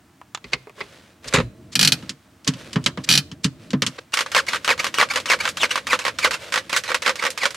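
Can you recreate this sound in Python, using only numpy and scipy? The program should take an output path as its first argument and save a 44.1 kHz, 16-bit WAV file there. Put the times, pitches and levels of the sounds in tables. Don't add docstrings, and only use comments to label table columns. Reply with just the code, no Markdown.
import sys
import numpy as np
from scipy import signal
from scipy.fft import rfft, irfft, next_fast_len
from scipy.io import wavfile
from scipy.ndimage import map_coordinates

SR = 44100
rng = np.random.default_rng(int(sys.argv[2]) if len(sys.argv) > 2 else 0)


def inscribe(sig):
    pcm = np.round(np.clip(np.atleast_2d(sig).T, -1, 1) * 32767)
    wavfile.write(sys.argv[1], SR, pcm.astype(np.int16))


N = 333396
RING_TIME_S = np.arange(SR // 6) / SR

# frequency in Hz, relative density in dB.
PLASTIC_SPECTRUM = [(210, -29), (350, -7.5), (557, -6), (685, -16), (871, -13.5), (1020, -4), (1380, -5),
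                    (1790, -2.5), (2240, -1.5), (3030, -2), (3560, 0), (4750, 1.5), (7550, -5),
                    (12200, -24.5), (16000, -42)]
RAIL_SPECTRUM = [(88, -50), (150, -28), (250, -15), (350, -23), (514, -7.5), (745, -12), (950, 1),
                 (1140, 2), (1790, -1), (2180, -1.5), (2980, -4.5), (4860, -10), (7620, -17),
                 (14500, -34.5), (16000, -45)]
# centre in Hz, width in Hz, strength in dB.
RAIL_RESONANCES = [(529, 100, 3), (1140, 63, -7.5), (1550, 81, -3), (1904, 32, -1.5), (2274, 20, -2)]
# frequency in Hz, T60 in seconds.
RAIL_T60 = [(300, 0.18), (515, 0.17), (750, .055), (1200, 0.073), (3000, 0.083), (7000, 0.084),
            (14000, 0.097)]


def amp(db):
    return 10 ** (np.asarray(db) / 20)


def unit(x):
    return x / np.sqrt(np.mean(x ** 2) + 1e-20)


def along(points, hz):
    f, v = np.transpose(points)
    return np.interp(np.log(hz + 1), np.log(f + 1), v)


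def curve(rows):
    return np.interp(np.arange(N) / SR, *np.transpose(rows))


def wobble(knots_per_s, size):
    knots = rng.standard_normal(int(size * knots_per_s / SR) + 4)
    return map_coordinates(knots, [np.arange(size) * knots_per_s / SR])


def add(track, start_s, sound):
    room = track[:, max(round(start_s * SR), 0):]
    room[:, :sound.shape[-1]] += sound[..., :room.shape[1]]


def noise(spectrum, size, tilt_db_oct=0, peaks=()):
    # frequency in Hz, then left-right coherence or left minus right in dB.
    coherence = [(150, .999), (500, 0.92), (2000, 0.84), (5000, 0.86), (9000, 0.7), (15000, .8)]
    balance = [(100, 0), (500, -1), (1500, -0.5), (4500, -1.2), (9000, 0), (14000, 1.5)]
    padded = next_fast_len(size)
    hz = np.fft.rfftfreq(padded, 1 / SR)
    octaves = np.log2(np.clip(hz, 700, 9000) / 2500)
    resonance = 1 + sum(amp(db) / (1 + (2 * (hz - centre) / width) ** 2) for centre, width, db in peaks)
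    gain = amp(along(spectrum, hz) + tilt_db_oct * octaves) * resonance
    spread_rad = np.arccos(np.clip(along(coherence, hz), -1, 1)) / 2
    mid, side = rfft(rng.standard_normal((2, padded))) * gain * [np.cos(spread_rad), np.sin(spread_rad)]
    lean_db = along(balance, hz) / 2
    channels = np.array([mid + side, mid - side]) * amp([lean_db, -lean_db])
    return unit(irfft(channels, padded)[:, :size])


def click(spectrum, decay, tilt_db_oct, crack, peaks=()):
    size = len(RING_TIME_S)
    hz, t, bands = signal.stft(noise(spectrum, size, tilt_db_oct, peaks), SR, nperseg=256)
    fade = amp(-60 * t / along(decay, hz)[:, None])
    tail = signal.istft(bands * fade, SR, nperseg=256)[1][:, :size]
    sound = tail * (1 + crack * np.exp(-RING_TIME_S / 0.00058))
    sound = signal.sosfilt(signal.butter(2, [170, 13500], 'bandpass', fs=SR, output='sos'), sound)
    return sound / sound[:, :SR // 125].std()


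def thump(modes, rise_s):
    t = np.arange(SR // 2) / SR
    hz, db, t60_s = np.transpose(modes)[:, :, None]
    detune, phase, strength = rng.standard_normal((3, len(modes), 1))
    swing = np.sin(2 * np.pi * (hz * (1 + 0.036 * detune) * t + phase))
    fade = amp(db + 1.23 * strength - 60 * t / t60_s)
    sound = (fade * swing).sum(0) * (1 - np.exp(-(t / rise_s) ** 2))
    return sound / sound[:SR // 40].std()


def cabin_reverb(x, wet_db, t60_s):
    envelope = amp(-60 * RING_TIME_S / t60_s) * (1 - np.exp(-RING_TIME_S / 0.0013))
    tail = rng.standard_normal((2, len(envelope))) * envelope
    return x + amp(wet_db) * signal.fftconvolve(x, tail / np.linalg.norm(tail[0]), axes=1)[:, :N]


def cabin_air():
    # time in seconds, level in dB.
    rumble_levels = [(0.0, -56), (1.26, -55), (1.45, -42), (1.6, -47), (2.0, -46), (2.21, -57), (2.5, -57),
                     (2.65, -44), (2.97, -43), (3.51, -48), (3.73, -45), (3.96, -55), (4.17, -55),
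                     (4.36, -48), (5.94, -47), (6.53, -51), (7.56, -52)]
    # frequency in Hz, relative density in dB.
    rumble_spectrum = [(15, -51.5), (25, -31), (75, 4.5), (361, 1), (383, -21), (465, -2.5), (494, -25),
                       (628, -4), (900, -48), (1170, -64), (1980, -120)]
    hiss_spectrum = [(410, -38), (700, 2.5), (1360, 1), (4000, -8.5), (8760, -11), (12000, -18),
                     (16000, -14.5)]
    rumble = amp(curve(rumble_levels) + 1.5 * wobble(9, N)) * noise(rumble_spectrum, N)
    return rumble + amp(-60) * noise(hiss_spectrum, N)


def sleeve():
    # start in seconds, end in seconds, relative level in dB.
    rubs = [(.43, .7, -53), (.74, 1.15, -45), (1.22, 1.47, -36.5), (1.86, 2.13, -41), (2.44, 2.62, -42),
            (2.56, 2.9, -41), (2.97, 3.2, -47), (3.58, 3.72, -51), (3.83, 4.06, -45.5), (6.38, 6.54, -32.5)]
    # frequency in Hz, relative density in dB.
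    cloth_spectrum = [(150, -19), (300, 3.5), (560, 15), (750, 3), (950, 1.5), (1560, 3.5), (3700, -0.5),
                      (9550, -13), (14200, -24.5), (16000, -40)]
    stir_s, stir_db, grip_s, grip_db = .42, -63, 4.12, -46.5
    rise_s, fade_db = .05, 12
    t = np.arange(N) / SR
    friction = amp(stir_db) * (t > stir_s) + amp(grip_db) * np.clip((t - grip_s) / rise_s, 0, 1)
    for start_s, end_s, db in rubs:
        edges = np.clip(np.minimum(t - start_s, end_s - t) / rise_s, 0, 1)
        progress = np.clip((t - start_s - rise_s) / (end_s - start_s), 0, 1)
        friction += edges * amp(db - fade_db * progress)
    grain = unit(amp(1.5 * wobble(30, N) + 2 * wobble(400, N)))
    low_cut = signal.butter(1, 800, 'highpass', fs=SR, output='sos')
    return friction * grain * signal.sosfilt(low_cut, noise(cloth_spectrum, N))


def scuffs():
    # start in seconds, end in seconds, level in dB, tilt in dB/octave.
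    swishes = [(0.515, 0.551, -32.5, -6), (0.773, 0.8, -40, -11), (1.27, 1.299, -29, 2.5),
               (1.714, 1.752, -37, 1.5), (2.467, 2.481, -28.5, -6), (3.034, 3.058, -30, 2),
               (3.063, 3.1, -39, -5.5), (3.432, 3.448, -35, 2), (3.979, 4, -29.5, -7.5)]
    out = np.zeros((2, N))
    for start_s, end_s, db, tilt in swishes:
        size = max(round((end_s - start_s) * SR), SR // 200)
        add(out, start_s, amp(db) * np.hanning(size) * noise(PLASTIC_SPECTRUM, size, tilt))
    return out


def wheel_button():
    # start in seconds, relative level in dB, tilt in dB/octave.
    contacts = [(0.2148, -41.5, -11), (0.348, -27, -1), (0.3745, -41.5, -3.5)]
    # frequency in Hz, relative density in dB.
    spectrum = [(300, -62), (600, -40), (780, -2.5), (1150, -3), (1700, -7), (2100, -10), (3400, -3.5),
                (4300, -10), (5900, -12), (6800, -6), (9000, -25), (15000, -43)]
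    # centre in Hz, width in Hz, strength in dB.
    peaks = [(1230, 99, 0.5), (1640, 220, -2), (3500, 250, -4)]
    decay = [(700, 0.045), (4000, 0.039)]
    out = np.zeros((2, N))
    for start_s, db, tilt in contacts:
        add(out, start_s, amp(db + 2.5) * click(spectrum, decay, tilt, crack=0.46, peaks=peaks))
    return out


def lid_slam(start_s, db, tilt_db_oct, count):
    first_gap_s, gap_growth, loss_db, dulling_db_oct = .006, 1.23, 1.1, 1.3
    bounce = np.arange(count)
    gaps_s = first_gap_s * gap_growth ** bounce
    times_s = start_s + np.cumsum(gaps_s) - gaps_s
    return list(zip(times_s, db - loss_db * bounce, tilt_db_oct - dulling_db_oct * bounce))


def armrest():
    # start in seconds, level in dB, tilt in dB/octave.
    opening_clicks = [(0.4425, -35.5, 0), (0.5332, -15, .5), (0.537, -31, .6), (0.6713, -37.5, -11),
                      (.696, -41.5, -10), (0.806, -28, -5), (0.8107, -27, -4)]
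    lid_touches = [(1.2434, -39, -2), (1.3269, -27, -3.5)]
    box_thuds = [(0.445, -43.5, -1), (.535, -34, 4), (0.809, -45, 4), (1.26, -40, 0), (1.339, -18.5, 5),
                 (1.378, -17.5, 2), (1.4, -22, -1)]
    # frequency in Hz, relative density in dB.
    latch_spectrum = [(200, -39), (400, -6.5), (520, -17), (620, -17), (780, -13.5), (1080, -8), (1350, -8),
                      (1650, -11.5), (2200, -0.5), (3400, -9), (4400, -4.5), (6000, -17), (10000, -29),
                      (16000, -66)]
    lid_spectrum = [(160, -48), (280, -20.5), (524, -6.5), (698, -20.5), (1050, -2.5), (1280, -4.5),
                    (1450, -3), (2130, -3), (2530, -1.5), (3310, -12.5), (3670, -4), (5890, -15.5),
                    (6640, -8), (10700, -26.5), (16000, -58)]
    # centre in Hz, width in Hz, strength in dB.
    latch_peaks = [(410, 42, 2), (1110, 73, -2), (2060, 220, 2.5), (2500, 72, 6)]
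    lid_peaks = [(390, 60, 0), (540, 43, -4.5), (1080, 60, -8)]
    # frequency in Hz, T60 in seconds.
    latch_decay = [(400, 0.11), (1200, 0.066), (2500, 0.054), (7000, .045)]
    lid_decay = [(300, 0.094), (1200, 0.048), (3000, 0.073), (7000, 0.057), (14000, 0.088)]
    # frequency in Hz, relative level in dB, T60 in seconds.
    box_modes = [(50, -6, .2), (72, -17, 0.24), (120, -14.5, 0.39), (131, -25.5, 0.74), (142, 2.5, 0.062),
                 (177.5, -9, 0.11), (250, -2.5, 0.084), (332, -13.5, 0.03), (410, -3.5, 0.057),
                 (500, -9.5, 0.1)]
    out = np.zeros((2, N))
    for start_s, db, tilt in opening_clicks:
        latch = click(latch_spectrum, latch_decay, tilt, crack=0.3, peaks=latch_peaks)
        add(out, start_s, amp(db) * latch)
    for start_s, db, tilt in lid_touches + lid_slam(start_s=1.3376, db=-14, tilt_db_oct=1.2, count=7):
        add(out, start_s, amp(db) * click(lid_spectrum, lid_decay, tilt, crack=0.14, peaks=lid_peaks))
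    for start_s, db, tilt in box_thuds:
        modes = [(hz, mode_db + tilt * np.log2(hz), t60_s) for hz, mode_db, t60_s in box_modes]
        add(out, start_s, amp(db) * thump(modes, rise_s=0.0045))
    return out


def latch_spring():
    start_s, hz, db, t60_s = 1.34, 4050, -51, .6
    out = np.zeros((2, N))
    t = np.arange(SR // 2) / SR
    add(out, start_s, amp(db - 60 * t / t60_s) * np.sin(2 * np.pi * hz * t))
    return out


def sector_ring():
    # frequency in Hz, relative level in dB, T60 in seconds.
    modes = [(2439, 0, .085), (3024, -1.5, .075), (4135, -2.5, .075), (4524, -2, .075), (5020, -6, .06),
             (5600, -8, .06)]
    hz, db, t60_s = np.transpose(modes)[:, :, None]
    strength, phase = rng.standard_normal((2, len(modes), 1))
    fade = amp(db + 2 * strength - 60 * RING_TIME_S / t60_s)
    return (fade * np.sin(2 * np.pi * (hz * RING_TIME_S + phase))).sum(0)


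def handbrake():
    # start in seconds, relative level in dB.
    teeth = [(1.7544, -12.5), (1.793, -11.5), (1.8114, -11.5), (1.8284, -10), (1.849, -11), (1.8749, -9),
             (1.9211, -10), (3.0898, -11), (3.1025, -13.5), (3.113, -12), (3.1255, -12), (3.138, -13.5),
             (3.1532, -12), (3.1762, -10.5)]
    # start in seconds, relative click level in dB, tilt in dB/octave, relative thump in dB.
    lever_knocks = [(2.026, -41, -6, -39), (2.0938, -24.5, 1.7, -40), (2.446, -39.5, 5, -54),
                    (2.4762, -15, 1.2, -20.5), (2.5369, -35.5, -1, -36.5), (2.7306, -30, 2, -44),
                    (2.7587, -21, -8, -18.5), (2.8408, -34, 6, -47), (2.8614, -12, -.9, -30),
                    (2.9741, -28, -8.5, -30), (3.3152, -35.5, -1.5, -38), (3.4439, -16, 1.5, -19.5),
                    (3.7055, -32, 2.5, -43), (3.7325, -23.5, -8, -17.5), (3.821, -14.5, -1.5, -30),
                    (3.865, -18, 2.5, -33.5)]
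    # frequency in Hz, relative density in dB.
    pawl_spectrum = [(210, -46), (350, -23), (506, -18.5), (685, -27), (766, -17.5), (1060, -24.5),
                     (1200, -14.5), (1600, -9), (2270, -12), (2390, -8), (3790, -3), (4110, -0.5),
                     (9590, -14), (11800, -15.5), (16000, -30)]
    # centre in Hz, width in Hz, strength in dB.
    pawl_peaks = [(1900, 50, -16), (2510, 20, 9), (2480, 66, 5), (3090, 30, 13), (4410, 38, 6),
                  (4860, 63, -2), (4650, 64, 0), (5660, 90, 5)]
    lever_peaks = [(1004, 110, -10), (1280, 100, -8), (1760, 84, -15), (3040, 400, 3.5)]
    # frequency in Hz, T60 in seconds.
    decay = [(300, 0.11), (1200, 0.11), (3000, 0.063), (7000, 0.062), (14000, 0.072)]
    # frequency in Hz, relative level in dB, T60 in seconds.
    lever_modes = [(95, -11.5, 0.12), (133.3, -0.5, 0.18), (151.5, 3, 0.13), (191.5, 12, 0.061),
                   (255.5, -1, 0.16), (298, -9, 0.18), (435.4, -9.5, 0.092)]
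    out = np.zeros((2, N))
    sector = click(pawl_spectrum, decay, tilt_db_oct=0, crack=.6, peaks=pawl_peaks)
    for start_s, db in teeth:
        tooth = click(pawl_spectrum, decay, tilt_db_oct=-.5, crack=0.37, peaks=pawl_peaks)
        add(out, start_s, amp(db - 3.6) * (sector + tooth) + amp(db - 11) * sector_ring())
        add(out, start_s, amp(db - 17) * thump(lever_modes, rise_s=0.0073))
    for start_s, db, tilt, thump_db in lever_knocks:
        clack = click(PLASTIC_SPECTRUM, decay, tilt, crack=.5, peaks=lever_peaks)
        add(out, start_s, amp(db - 0.04) * clack)
        add(out, start_s, amp(thump_db + 1.75) * thump(lever_modes, rise_s=0.0076))
    return out


def swell(length_s):
    return np.abs(np.hanning(max(round(length_s * SR), SR // 100))) ** .6


def snap(db, tilt_db_oct, crack=.7):
    return amp(db) * click(RAIL_SPECTRUM, RAIL_T60, tilt_db_oct, crack, peaks=RAIL_RESONANCES)


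def crackle(pressure, slips_per_s=1800):
    size = len(pressure)
    ring = snap(db=0, tilt_db_oct=1.5, crack=0.92)
    grains = unit(rng.standard_normal(size) * (rng.random(size) < slips_per_s / SR))
    return signal.fftconvolve((pressure * grains)[None], ring / np.linalg.norm(ring[0]), axes=1)


def squeal(size, first_hz, last_hz):
    slip_hz = first_hz + (last_hz - first_hz) * np.linspace(0, 1, size) ** 1.5
    jitter = .035 * wobble(160, size) + .033 * wobble(700, size) + .05 * wobble(3000, size)
    phase = 2 * np.pi * np.cumsum(slip_hz * np.exp(jitter)) / SR
    harmonic = np.arange(1, 9)[:, None]
    radiation = amp(along(RAIL_SPECTRUM, harmonic * slip_hz))
    pulses = unit((radiation * harmonic ** -.2 * np.sin(harmonic * phase)).sum(0))
    return pulses * amp(2.5 * wobble(250, size))


def strokes(rows, slide_s, bend_ratio, squeal_gain, crackle_gain):
    rasp_lead_s, rasp_s, snap_gap_s = .004, .022, .016
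    scrape_db, overrun_s = -30.5, .03
    firm_tick_db, firm_slide_db = -23, -17
    out = np.zeros((2, N))
    for start_s, tick_db, slide_db, hz, first_s, last_s, first_db, last_db, tilt in rows:
        add(out, start_s, snap(tick_db, tilt_db_oct=3.2, crack=.15))
        add(out, start_s - rasp_lead_s, crackle(amp(tick_db - 7) * swell(rasp_s)))
        slip_s = start_s + .02 * np.sqrt(amp(tick_db - firm_tick_db))
        last_hz = hz * bend_ratio ** min(np.sqrt(amp(slide_db - firm_slide_db)), 1)
        pressure = amp(slide_db) * swell(slide_s)
        add(out, slip_s, squeal_gain * pressure * squeal(len(pressure), hz, last_hz))
        add(out, slip_s, crackle_gain * crackle(pressure))
        scrape_pressure = amp(scrape_db) * swell(last_s - start_s + overrun_s)
        add(out, start_s, crackle(scrape_pressure, slips_per_s=550))
        count = max(round((last_s - first_s) / snap_gap_s), 1) + 1
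        for snap_s, snap_db in np.linspace((first_s, first_db), (last_s, last_db), count):
            add(out, snap_s, snap(snap_db, tilt))
    return out


def grab_rail():
    # start in seconds, tick in dB, relative slide level in dB, opening squeal pitch in Hz,
    # first and last snap in seconds, first and last snap in dB, snap tilt in dB/octave.
    pushes = [(4.3176, -26, -16, 2900, 4.3485, 4.3786, -13.3, -14.5, .5),
              (4.6458, -22, -17.5, 3155, 4.678, 4.7041, -16, -13, -1.2),
              (4.9416, -22, -18.5, 2946, 4.9852, 5.0269, -14.5, -13, -.8),
              (5.2577, -24, -15.5, 3037, 5.3005, 5.334, -14, -16.5, 0),
              (5.5709, -24, -18, 3780, 5.6323, 5.642, -14, -21, -1),
              (5.8692, -23, -17, 2450, 5.931, 5.94, -11.5, -23, -1.7),
              (6.1868, -20, -17.5, 2560, 6.2462, 6.255, -11.5, -20, -.9),
              (6.5227, -22, -37, 2400, 6.5406, 6.5765, -16.5, -17.5, 1),
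              (6.6955, -27, -24, 2510, 6.7635, 6.772, -14.5, -18, 4),
              (7.0212, -24, -24.5, 2745, 7.0619, 7.094, -14, -16.5, -.2),
              (7.3761, -24, -22, 2544, 7.4332, 7.4551, -18.5, -13.5, .9)]
    releases = [(4.122, -40, -20, 2700, 4.1722, 4.2075, -17.5, -17.5, 2),
                (4.4669, -32, -16.5, 2100, 4.5327, 4.559, -19, -23, .4),
                (4.7778, -32, -15.5, 2200, 4.8436, 4.8669, -18.5, -20.5, 1.7),
                (5.088, -35, -17, 2276, 5.1587, 5.1737, -16.8, -19.5, .6),
                (5.389, -35, -17, 2180, 5.4536, 5.4765, -17.5, -19, .5),
                (5.694, -35, -15.5, 2750, 5.7567, 5.7772, -17, -20.5, .2),
                (5.9903, -24, -31, 2400, 6.0512, 6.08, -19.5, -18.5, -.2),
                (6.3088, -21, -22, 2650, 6.332, 6.341, -28, -27, 2.5),
                (6.8374, -28, -33, 2400, 6.8901, 6.9169, -24, -19.5, -1.3),
                (7.18, -40, -25, 2230, 7.2245, 7.2656, -21, -17, -.3)]
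    # start in seconds, level in dB, tilt in dB/octave.
    single_snaps = [(4.1397, -16.5, 4.8), (4.2619, -27, -.5), (5.2009, -29.5, 3.8), (5.4898, -24.5, 6.8),
                    (6.7296, -18.5, 0), (6.9446, -14, 1.3), (7.1566, -29, 4), (7.3039, -27, 8),
                    (7.5065, -30.5, 5.4), (7.5452, -31.5, 5)]
    out = strokes(pushes, slide_s=.079, bend_ratio=.32, squeal_gain=.82, crackle_gain=.39)
    out += strokes(releases, slide_s=.02, bend_ratio=1.1, squeal_gain=.72, crackle_gain=.6)
    for start_s, db, tilt in single_snaps:
        add(out, start_s, snap(db, tilt))
    pan_db = curve([(4.1, 0), (5.8, -0.5), (6.3, -1.7), (7.5, -2)])
    return out * amp([pan_db / 2, -pan_db / 2])


def scene():
    controls = wheel_button() + armrest() + latch_spring() + handbrake() + scuffs()
    parts = controls * amp([[-.1], [.1]]) + grab_rail()
    return cabin_reverb(parts, wet_db=-26.5, t60_s=0.38) + cabin_air() + sleeve()


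def record(dry):
    ceiling, low_hz, top_hz = .95, 45, 16000
    rounded = dry / (1 + np.abs(dry / ceiling) ** 6) ** (1 / 6)
    low_cut = signal.sosfilt(signal.butter(3, low_hz, 'highpass', fs=SR, output='sos'), rounded)
    size = next_fast_len(N + SR // 4)
    passband = np.fft.rfftfreq(size, 1 / SR) < top_hz
    return irfft(rfft(low_cut, size) * passband, size)[:, :N]


dry = scene()
out = record(dry)
inscribe(out)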